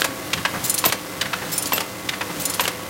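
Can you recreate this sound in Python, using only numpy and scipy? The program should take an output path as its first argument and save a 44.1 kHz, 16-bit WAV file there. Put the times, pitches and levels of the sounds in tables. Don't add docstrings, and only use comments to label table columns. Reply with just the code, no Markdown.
import sys
import numpy as np
from scipy import signal
from scipy.fft import rfft, irfft, next_fast_len
from scipy.io import wavfile

SR = 44100
rng = np.random.default_rng(int(sys.argv[2]) if len(sys.argv) > 2 else 0)


def wrap_up_sound(samples):
    columns = np.atleast_2d(samples).T
    tamed = np.clip(columns, -1, 1)
    steps = np.round(tamed * 32767).astype(np.int16)
    wavfile.write(sys.argv[1], SR, steps)


N = 127449
TIME = np.arange(N) / SR
CYCLE_S = 0.879

# (frequency [Hz], relative level [dB])
WHIR_SPECTRUM = [(45, -23), (94, -9), (165, -12), (194, -4.5), (228, -17), (270, -5), (480, -13.5),
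                 (1120, -13), (2730, -19.5), (15800, -27)]
# (frequency [Hz], rms level [dB])
MOTOR_TONES = [(109, -50.5), (174, -49), (301.5, -46), (500, -45.5), (534.7, -45.5), (646, -51),
               (1118, -47), (2045, -48.5)]
# (time in the cycle [s], level [dB])
SLIDE_LEVELS = [(0, -25), (.15, -73), (.53, -41), (.63, -35), (.879, -35.5)]
# (time [s], gain [dB])
SHEETS = [(-.549, 0), (0.33, -1.5), (1.2086, -4), (2.0881, -7)]

# (time [s], level [dB], pitch factor)
FIRST_FOLDS = [(.3315, -13, 0.97), (1.2112, -16, 1.2), (2.0888, -16.5, 1.01)]
SECOND_FOLDS = [(.3752, -23, 1.15), (.4502, -14.5, 1.07), (1.2225, -24, 1.17), (1.2562, -25, 1.1),
                (1.3315, -17.5, 1.06), (2.1335, -26, 1.17), (2.2095, -18.5, 0.9)]
# (time after entering [s], level [dB], length [s])
FLUTTERS = [(.203, -26.5, 0.023)]
THRUMS = [(.003, -32.5, .065), (.2, -30.5, .11), (.515, -30.5, .035)]
SCUFFS = [(.305, -19, 0.029), (.553, -15.5, 0.0032)]
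SWISHES = [(.345, -26.5, 0.015)]
# (time after entering [s], level [dB])
FLICKS = [(.4485, -16)]
# (time [s], level [dB])
CLINKS = [(.6965, -16.5), (.7415, -19.5), (.786, -21.5), (1.579, -20), (1.6235, -24), (1.669, -27.5),
          (2.4535, -19), (2.498, -23.5), (2.543, -27)]
# (frequency [Hz], relative level [dB])
RAIL_MODES = [(4183, -21), (5290, -20), (6165, -16), (7060, -7), (7995, -14), (8982, -5), (9265, -14),
              (10065, -5), (11195, -9), (12450, -9)]
# (time [s], level [dB], frequency [Hz], t60 [s])
CHINKS = [(1.531, -24, 5285, .12)]

# (time [s], level [dB])
KNOCKS = [(.8402, -14.5), (1.7217, -14.5), (2.5957, -14.5)]
CRACKS = [(.0188, -9), (.899, -19), (1.780, -11), (2.6545, -14.5)]
SLAPS = [(.0425, -12.5), (.9222, -14), (1.8029, -17), (2.677, -16.5)]
TRAY_TAPS = [(1.807, -29)]
# (time [s], contact [dB], blade ring [dB], stop's lower mode [dB], stop's upper mode [dB])
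PINGS = [(.852, -16, -23, -15, -24), (.8588, -20, -32, -35, -8.5), (1.733, -23, -19, -16.5, -14.5),
         (2.6072, -19.5, -27, -24, -18)]
# (frequency [Hz], t60 [s])
STOP_MODES = [(11858, .13), (14445, .075)]
# (frequency [Hz], relative level [dB], t60 [s])
GUIDE_MODES = [(7440, -3, .06), (8100, -1, .06)]
CARRIER_MODES = [(1020, 7, 0.026), (1576, -3, 0.018)]
BLADE_MODES = [(2692, -1, .1), (5120, -12, .12), (7700, -5, .09)]
TRAY_MODES = [(904, 0, .15), (1206, -2, .11)]

# (frequency [Hz], relative level [dB])
FIRST_FOLD_SPECTRUM = [(700, -9), (1600, 1.5), (3200, 3), (6500, -8.5), (15500, -22.5)]
SECOND_FOLD_SPECTRUM = [(650, 1), (1300, 8), (2600, 3), (5500, -8.5), (15500, -25.5)]
# (frequency [Hz], relative level [dB])
SLIDE_SPECTRUM = [(500, 7.5), (4000, 4.5), (15500, -4.5)]
FLUTTER_SPECTRUM = [(800, -0.5), (1700, -2.5), (15000, -41)]
THRUM_SPECTRUM = [(110, -7), (178, 0.5), (240, -10.5), (2000, -33.5)]
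SCUFF_SPECTRUM = [(3500, -5.5), (15500, -1.5)]
SWISH_SPECTRUM = [(7000, 1), (15500, -3.5)]
FLICK_SPECTRUM = [(2600, -7.5), (4620, 1), (15000, -12)]
CLINK_SPECTRUM = [(2600, -19), (7170, -15.5), (15500, -14.5)]
KNOCK_SPECTRUM = [(850, 0.5), (3300, 3), (5500, -9.5), (15000, -19)]
PING_SPECTRUM = [(450, 13), (2640, 3), (9000, 3), (15000, -13)]
CRACK_SPECTRUM = [(450, 8.5), (900, -4.5), (1500, 6), (2100, -2.5), (3100, 9), (4200, -4), (15000, -18)]
SLAP_SPECTRUM = [(550, 5.5), (2100, 3), (12800, -7.5), (15000, -15)]


def from_db(db):
    return 10 ** (np.asarray(db) / 20)


def unit_rms(x):
    return x / np.sqrt(np.mean(x ** 2) + 1e-20)


def drift(rate_hz):
    step, settle = 40, 2000
    pole = np.exp(-2 * np.pi * rate_hz * step / SR)
    noise = rng.standard_normal(N // step + settle + 2)
    slow = signal.lfilter([1], [1, -2 * pole, pole * pole], noise)[settle:]
    return np.interp(np.arange(N) / step, np.arange(len(slow)), unit_rms(slow))


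def coloured(x, spectrum, skirt_db=12):
    size = 2 * next_fast_len(N // 2 + SR // 4)
    octave = np.log2(np.maximum(np.arange(size // 2 + 1) * SR / size, 10))
    hz, db = np.transpose(spectrum)
    octaves_below = np.maximum(np.log2(hz[0]) - octave, 0)
    gain = unit_rms(from_db(np.interp(octave, np.log2(hz), db) - skirt_db * octaves_below))
    cepstrum = irfft(np.log(gain))
    cepstrum[1:size // 2] *= 2
    cepstrum[size // 2 + 1:] = 0
    return irfft(rfft(x, size) * np.exp(rfft(cepstrum)))[:N]


def envelope(start_s, rise_s, hold_s, t60_s):
    age = TIME - start_s
    return np.clip(age / rise_s, 0, 1) * from_db(-60 * np.maximum(age - hold_s, 0) / t60_s)


def grains(grain_db):
    return unit_rms(rng.standard_normal(N) * from_db(grain_db * drift(670)))


def clicks(times_s, db):
    force = np.zeros(N)
    force[(times_s * SR).astype(int)] = from_db(db)
    return force


def resonate(force, hz, t60_s):
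    pole, angle = from_db(-60 / (t60_s * SR)), 2 * np.pi * hz / SR
    return signal.lfilter([0, np.sin(angle)], [1, -2 * pole * np.cos(angle), pole * pole], force + 1e-18)


def ringing(rows, modes, spread_db):
    times_s, db = np.transpose(rows)
    scatter_db = spread_db * rng.standard_normal((len(rows), len(modes)))
    return sum((-1) ** k * resonate(clicks(times_s, db + mode_db + scatter_db[:, k]), hz, t60)
               for k, (hz, mode_db, t60) in enumerate(modes))


def blows(rows, spectrum, click_db, rise_s, hold_s, t60_s):
    force = grains(grain_db=2) * sum(from_db(db) * envelope(s, rise_s, hold_s, t60_s) for s, db in rows)
    for s, db in rows:
        force[int(s * SR)] += from_db(db + click_db)
    return coloured(force, spectrum)


def rubs(rows, spectrum, rise_s, t60_s, grain_db):
    pressure = sum(from_db(db) * envelope(s, rise_s, length_s, t60_s) for s, db, length_s in rows)
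    return coloured(grains(grain_db) * pressure, spectrum)


def snaps(rows, spectrum, **shape):
    return sum(blows([(s, db)], [(hz * pitch, level) for hz, level in spectrum], **shape)
               for s, db, pitch in rows)


def each_sheet(rows):
    return [(enter_s + s, sheet_db + db, *rest)
            for enter_s, sheet_db in SHEETS for s, db, *rest in rows if enter_s + s > 0]


def workshop(sound, gain_db=-10, dull_hz=4800):
    tail = rng.standard_normal(N) * envelope(0, rise_s=0.012, hold_s=0.01, t60_s=0.35)
    tail = signal.sosfilt(signal.butter(1, dull_hz, fs=SR, output="sos"), tail / np.linalg.norm(tail))
    return from_db(gain_db) * signal.fftconvolve(sound, tail)[:N]


def motor(waver_db=2.5, waver_radians=1.0):
    return sum(np.sqrt(2) * from_db(db + waver_db * drift(5.0))
               * np.sin(2 * np.pi * hz * TIME + waver_radians * drift(3.7)) for hz, db in MOTOR_TONES)


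def belts(whir_db=-32.5, flicker_db=0.56, load_share=0.021):
    slide_db = np.interp(TIME % CYCLE_S, *np.transpose(SLIDE_LEVELS))
    load_db = load_share * (slide_db - slide_db.mean())
    whir_gain = from_db(whir_db + load_db + flicker_db * drift(0.68))
    whir = whir_gain * coloured(grains(grain_db=2), WHIR_SPECTRUM)
    hiss = from_db(slide_db) * coloured(grains(grain_db=2.5), SLIDE_SPECTRUM)
    return whir + hiss


def paper_guide(ring_db=-29.5):
    scuff = rubs(each_sheet(SCUFFS), SCUFF_SPECTRUM, rise_s=0.0095, t60_s=0.038, grain_db=2)
    ring = sum(resonate(from_db(ring_db + db) * scuff, hz, t60) for hz, db, t60 in GUIDE_MODES)
    swish = rubs(each_sheet(SWISHES), SWISH_SPECTRUM, rise_s=0.002, t60_s=0.05, grain_db=2)
    flick = blows(each_sheet(FLICKS), FLICK_SPECTRUM,
                  click_db=8, rise_s=0.00097, hold_s=0.0015, t60_s=0.055)
    return scuff + ring + swish + flick


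def ball_rail(ring_db=5.5, t60_cycles=700):
    clink = blows(CLINKS, CLINK_SPECTRUM, click_db=-7, rise_s=0.0011, hold_s=0.0063, t60_s=0.029)
    modes = [(hz, ring_db + db, t60_cycles / hz) for hz, db in RAIL_MODES]
    rail = ringing(CLINKS, modes, spread_db=2.5)
    chink = sum(resonate(clicks(np.array([s]), db), hz, t60) for s, db, hz, t60 in CHINKS)
    return clink + rail + chink


def fold_rollers():
    first = snaps(FIRST_FOLDS, FIRST_FOLD_SPECTRUM,
                  click_db=7, rise_s=0.0012, hold_s=0.0075, t60_s=0.025)
    second = snaps(SECOND_FOLDS, SECOND_FOLD_SPECTRUM,
                   click_db=13, rise_s=0.0017, hold_s=0.0072, t60_s=0.046)
    flutter = rubs(each_sheet(FLUTTERS), FLUTTER_SPECTRUM, rise_s=0.0077, t60_s=0.17, grain_db=0.5)
    thrum = rubs(each_sheet(THRUMS), THRUM_SPECTRUM, rise_s=0.01, t60_s=0.25, grain_db=3.5)
    return first + second + flutter + thrum


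def sheet_exit():
    crack = blows(CRACKS, CRACK_SPECTRUM, click_db=14.5, rise_s=0.00039, hold_s=0.00033, t60_s=0.02)
    slap = blows(SLAPS, SLAP_SPECTRUM, click_db=4, rise_s=0.0011, hold_s=0.0033, t60_s=0.056)
    return crack + slap + ringing(TRAY_TAPS, TRAY_MODES, spread_db=1)


def knife():
    knock = blows(KNOCKS, KNOCK_SPECTRUM, click_db=12, rise_s=0.0003, hold_s=0.002, t60_s=0.045)
    carrier = ringing(KNOCKS, CARRIER_MODES, spread_db=1)
    times_s, contact_db, blade_db, *stop_db = np.transpose(PINGS)
    contact = blows(list(zip(times_s, contact_db)), PING_SPECTRUM,
                    click_db=20, rise_s=0.00054, hold_s=0.0044, t60_s=0.051)
    blade = ringing(list(zip(times_s, blade_db)), BLADE_MODES, spread_db=0.5)
    stop = sum(resonate(clicks(times_s, db), hz, t60) for db, (hz, t60) in zip(stop_db, STOP_MODES))
    return knock + carrier + contact + blade + stop


def scene():
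    action = paper_guide() + ball_rail() + fold_rollers() + sheet_exit() + knife()
    return np.tile(workshop(action) + motor() + belts() + action, (2, 1))


def record(dry, cutoff_hz=15900):
    lowpass = signal.ellip(12, 0.1, 80, cutoff_hz, fs=SR, output="sos")
    return signal.sosfilt(lowpass, np.tanh(dry))


dry = scene()
out = record(dry)
wrap_up_sound(out)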